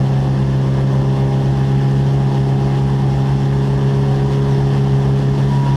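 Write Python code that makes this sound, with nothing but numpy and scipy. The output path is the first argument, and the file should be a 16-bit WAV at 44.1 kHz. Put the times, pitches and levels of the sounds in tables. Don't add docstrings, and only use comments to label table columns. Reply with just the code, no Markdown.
import sys
import numpy as np
from scipy import signal
from scipy.io import wavfile
from scipy.ndimage import uniform_filter1d

SR = 44100
rng = np.random.default_rng(int(sys.argv[2]) if len(sys.argv) > 2 else 0)


def boost_factor(decibels):
    exponent = np.asarray(decibels, float) / 20
    return 10 ** exponent


def generate_wav(signal):
    frames = np.transpose(np.atleast_2d(signal))
    scaled = np.clip(frames, -1, 1) * 32767
    pcm = np.round(scaled).astype(np.int16)
    wavfile.write(sys.argv[1], SR, pcm)


N = 254016

# time in seconds, own engine in rpm, neighbouring engine in rpm.
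REVS = [(0, 4049, 3817), (0.6, 4026, 3822), (0.95, 4039, 3798), (1.6, 4060, 3821), (2.15, 4086, 3782),
        (2.4, 4057, 3820), (2.75, 4087, 3789), (3.1, 4064, 3845), (3.4, 4098, 3801), (3.95, 4096, 3850),
        (4.35, 4115, 3829), (4.75, 4106, 3805), (5.12, 4081, 3834), (5.56, 4143, 3817), (5.76, 4101, 3836)]
# multiple of the four-stroke cycle rate, level in dB, waver in dB.
OWN_ORDERS = [(1, -48, 6.5), (2, -33, 2.5), (3.017, -39.5, 5), (5, -47.5, 8), (5.997, -26, 1.17),
              (7, -51, 6.5), (7.997, -33, 1.05), (9.04, -54.5, 5), (11.03, -49.5, 5), (12.8, -62, 5),
              (14, -60.5, 3), (17.07, -52.5, 9), (20.94, -49.5, 5.5), (25, -50, 1), (26, -52.5, 7),
              (29.8, -59.5, 3.5), (31.56, -54, -3), (34.05, -56.5, 1.5), (35.57, -54, 4), (39.84, -58, 8),
              (44.2, -55.5, 1.5), (52.3, -55.5, 5), (54.4, -55, -0.5), (63.5, -60, 7), (68.7, -65, 5),
              (73.2, -63.5, 1), (77, -64, 3)]
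# multiple of its cycle rate, level in dB, waver in dB.
NEIGHBOUR_ORDERS = [(2, -36.5, 1.3), (4, -40, 2.6), (6, -33.5, 1.3), (8, -57, 2.7), (10, -49.5, 2.2),
                    (12, -41, 1.6)]
# multiple of the cycle rate, level in dB, waver in dB.
UPPER_ORDERS = [(10, -37.5, 1), (12, -34, 1.15), (15, -51, 2.), (16, -45.5, 2.), (18, -53, 2.5),
                (20, -43.5, 2.), (22, -51, 2.5), (23, -52, 3), (24, -48.5, 1.8), (28, -46.5, 3.)]
# multiple of the cycle rate, start in seconds, length in seconds, rise in dB.
SPELLS = [(10, 0, 5.1, 3.5), (12, 1, 4.55, 3), (12, 3.5, 2.0, 3), (15, -0.5, 2.7, 6.5), (16, 0, 1.5, 8),
          (16, 3.5, 0.97, 6.5), (16, 6, .3, 4.5), (18, 0.1, 1.4, 10), (22, 0.04, 0.26, 14.5),
          (22, 2., 1.5, 7.5), (22, 4, 0.34, 14), (22, 4.5, 1.1, 7), (23, 3.5, 3, 6), (23, 4, .85, 5.5),
          (24, 0, .4, 9.5), (24, 0.9, 2.58, 8), (24, 1.5, 1.98, 3), (24, 1.3, 0.6, 3), (28, 1, .4, 5.5),
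          (28, 4.5, .3, 7), (28, 4, 0.58, 7), (28, 5.5, .5, 11)]
# time in seconds, change of level in dB.
WEAK_FIRINGS = [(.46, -3), (1.04, -2.5), (2.3, -2.5), (3.39, -3), (3.79, -0.5), (4.29, -4.5)]
# time in seconds, throbs per second.
THROB_RATE = [(0, 7.6), (4.1, 7.6), (4.8, 7.2), (5.03, 5.5), (5.35, 6.7), (5.76, 6.9)]
# time in seconds, level in dB relative to the firing order.
THROB_TONE = [(0, -25), (.85, -25), (1.1, -17), (1.7, -29), (2.3, -23.5), (4.5, -21), (4.9, -16.5),
              (5.76, -16)]
# frequency in Hz, relative density in dB per Hz.
ROAR_COLOUR = [(26, -34), (36, -2.5), (48, -1.5), (62, 3.5), (80, -15.5), (110, -6), (135, 0), (165, -4),
               (230, -6), (320, -9), (470, -21.5)]
# frequency in Hz, relative density in dB per Hz.
RASP_COLOUR = [(300, 1.5), (430, 2), (640, -2.5), (800, 0), (1000, -1.5), (1200, -8.5), (1400, -23.5)]
# frequency in Hz, relative density in dB per Hz.
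CLATTER_COLOUR = [(650, -35), (1100, -9), (1420, -7.5), (1780, -1.5), (2340, -15.5), (2790, -8.5),
                  (3150, -8.5), (3920, -16), (5320, -13), (6410, -21), (10700, -29.5), (12300, -33.5),
                  (13500, -46.5), (14800, -37.5), (15250, -48)]
# centre in Hz, width in Hz, rise in dB.
PANELS = [(1750, 180, -1), (3080, 480, 1), (3500, 150, 3.5), (4330, 330, 2), (4850, 84, -6), (5200, 300, 0)]
# time in seconds, rise in dB.
SURGES = [(.14, 0), (1.07, 1), (1.37, 0.5), (2.79, 1), (3.29, 1), (4.15, 1), (4.33, 2), (4.52, 2),
          (4.76, 1.5), (5.23, 0.5), (5.4, 1.5), (5.55, 2.5), (5.68, 2.5)]

OWN_START, NEIGHBOUR_START = 0.5, 0.92
OWN_LAG, NEIGHBOUR_LAG = 13.7, 40
BANK_LEAD = 0.02
LOCKED_UP_TO = 15
FIRING_ORDER = 4
FIRING_DB, FIRING_WAVER_DB, WEAK_S = -15, 0.37, 0.015
THROB_START = -0.3
THROB_LEAD = 0.32
SPELL_EDGE_S = 0.029
ROAR_DB, ROAR_WAVER_DB = -30, 0.51
RASP_DB, RASP_WAVER_DB, RASP_BEAT_DB, RASP_THROB_DB = -32.3, 0.45, -0.3, 1.2
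CLATTER_DB, CLATTER_WAVER_DB, CLATTER_BEAT_DB, CLATTER_THROB_DB = -40, 0.5, -0.34, 0.4
CLATTER_DB_PER_100_RPM, LOW_RPM = 1.5, 4000
SURGE_S, RASP_SURGE_SHARE = 0.034, 0.9


def evened(x):
    return x / np.sqrt(np.mean(x ** 2) + 1e-20)


def curve(rows, column):
    rows = np.array(rows, float)
    return np.interp(np.arange(N) / SR, rows[:, 0], rows[:, column])


def bumps_db(rows, width_s):
    t = np.arange(N) / SR
    return sum(db * np.exp(-((t - s) / width_s) ** 2) for s, db in rows)


def drift(top_hz):
    t = np.arange(0, N + 256, 256) / SR
    rates = np.geomspace(0.3, top_hz, num=16)
    slow = sum(np.sin(2 * np.pi * (f * t + rng.random())) / np.sqrt(f) for f in rates)
    return np.interp(np.arange(N) / SR, t, evened(slow))


def flutter():
    slow = uniform_filter1d(uniform_filter1d(rng.standard_normal(N), size=2200), size=2200)
    return evened(slow - uniform_filter1d(slow, size=SR // 2))


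def noise(colour, size, patchy_db, resonances=()):
    hz = np.fft.rfftfreq(size, 1 / SR)
    real, imag, patches = rng.standard_normal((4 * N // size + 5, len(hz), 3)).T
    patches = uniform_filter1d(patches, size=12, axis=0)
    patches = evened(uniform_filter1d(patches, size=14, axis=1))
    f, db = np.transpose(colour)
    colour_db = np.interp(np.log(hz + 1), np.log(f + 1), db, left=-90, right=-90)
    for centre, width, rise_db in resonances:
        colour_db = colour_db + rise_db / (1 + (2 * (hz - centre) / width) ** 2)
    spectra = (real + 1j * imag) * boost_factor(colour_db[:, None] + patchy_db * patches)
    return evened(signal.istft(spectra, nperseg=size, noverlap=3 * size // 4)[1][:N])


def cycle_count(rpm, start):
    return start + np.cumsum(rpm) / (120 * SR)


def uneven(cycles):
    strength = rng.standard_normal(int(FIRING_ORDER * cycles[-1]) + 2)
    return np.interp(FIRING_ORDER * cycles, np.arange(len(strength)), strength)


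def cockpit(x, t60, wet_db):
    t = np.arange(SR // 8) / SR
    taps = rng.standard_normal(len(t)) * boost_factor(-60 * t / t60)
    echoes = signal.oaconvolve(x, taps / np.linalg.norm(taps))[:N]
    return evened(x + boost_factor(wet_db) * echoes)


def roar():
    level_db = ROAR_DB + ROAR_WAVER_DB * drift(top_hz=8.3)
    return boost_factor(level_db) * noise(ROAR_COLOUR, size=4096, patchy_db=-1.0)


def clatter(push, firing, rpm, beat, throb, shake):
    grain = evened(uniform_filter1d(rng.standard_normal(N), size=60))
    bright = noise(CLATTER_COLOUR, size=512, patchy_db=0.8, resonances=PANELS)
    bright = cockpit(bright, t60=0.1, wet_db=-15)
    pulsed = evened(bright * boost_factor(0.7 * grain + 0.34 * firing - 0.82 * push))
    level_db = CLATTER_DB + CLATTER_DB_PER_100_RPM * (rpm - LOW_RPM) / 100
    level_db = level_db + CLATTER_BEAT_DB * beat + CLATTER_THROB_DB * throb
    level_db = level_db + CLATTER_WAVER_DB * shake + bumps_db(SURGES, SURGE_S)
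    return boost_factor(level_db) * pulsed


def rasp(push, firing, beat, throb, shake):
    gas = noise(RASP_COLOUR, size=2048, patchy_db=1.45)
    pulsed = evened(boost_factor(0.77 * firing - 0.46 * push) * gas)
    level_db = RASP_DB + RASP_BEAT_DB * beat + RASP_THROB_DB * throb
    level_db = level_db + RASP_WAVER_DB * shake + RASP_SURGE_SHARE * bumps_db(SURGES, SURGE_S)
    return boost_factor(level_db) * pulsed


def order(cycles, k, level_db, body_lag):
    lag = body_lag / k ** 2 + max(k - 11, 0) / 4 * rng.standard_normal()
    lead = BANK_LEAD * (k % FIRING_ORDER > 0)
    return np.sqrt(2) * boost_factor(level_db) * np.cos(2 * np.pi * k * (cycles + lead) - lag)


def drone(cycles, table, body_lag):
    total = np.zeros(N)
    for k, db, waver_db in table:
        multiple = round(k) if k < LOCKED_UP_TO else k
        level_db = db + waver_db * np.minimum(flutter(), 1)
        total += order(cycles, multiple, level_db, body_lag)
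    return total


def swells(cycles):
    t = np.arange(N) / SR

    def risen(s):
        return 0.5 + 0.5 * np.tanh((t - s) / SPELL_EDGE_S)

    total = np.zeros(N)
    for k, db, waver_db in UPPER_ORDERS:
        level_db = db + waver_db * drift(top_hz=10)
        for multiple, start, length, up_db in SPELLS:
            if round(multiple) == round(k):
                level_db = level_db + up_db * (risen(start) - risen(start + length))
        total += order(cycles, round(k), level_db, OWN_LAG)
    return total


def thump(cycles, throbs):
    level_db = FIRING_DB + FIRING_WAVER_DB * drift(top_hz=14) + bumps_db(WEAK_FIRINGS, WEAK_S)
    under_db = FIRING_DB + curve(THROB_TONE, column=1)
    under = order(cycles - throbs / FIRING_ORDER, FIRING_ORDER, under_db, OWN_LAG)
    return order(cycles, FIRING_ORDER, level_db, OWN_LAG) + under


def scene():
    rpm = curve(REVS, column=1)
    own = cycle_count(rpm, OWN_START)
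    beside = cycle_count(curve(REVS, column=2), NEIGHBOUR_START)
    throbs = THROB_START + np.cumsum(curve(THROB_RATE, column=1)) / SR
    boom = drone(beside, NEIGHBOUR_ORDERS, NEIGHBOUR_LAG)
    boom = boom + drone(own, OWN_ORDERS, OWN_LAG) + swells(own) + thump(own, throbs)
    push, firing, shake = evened(boom), uneven(own), flutter()
    beat = np.cos(2 * 2 * np.pi * (own - beside))
    throb = np.cos(2 * np.pi * (throbs + THROB_LEAD))
    noises = roar() + clatter(push, firing, rpm, beat, throb, shake) + rasp(push, firing, beat, throb, shake)
    return (boom + noises)[None]


def low_pass(x):
    return signal.sosfilt(signal.butter(12, 15220, fs=SR, output="sos"), x)


def record(dry):
    ends = signal.windows.tukey(N, 200 / N)
    return low_pass(dry * ends)


dry = scene()
out = record(dry)
generate_wav(out)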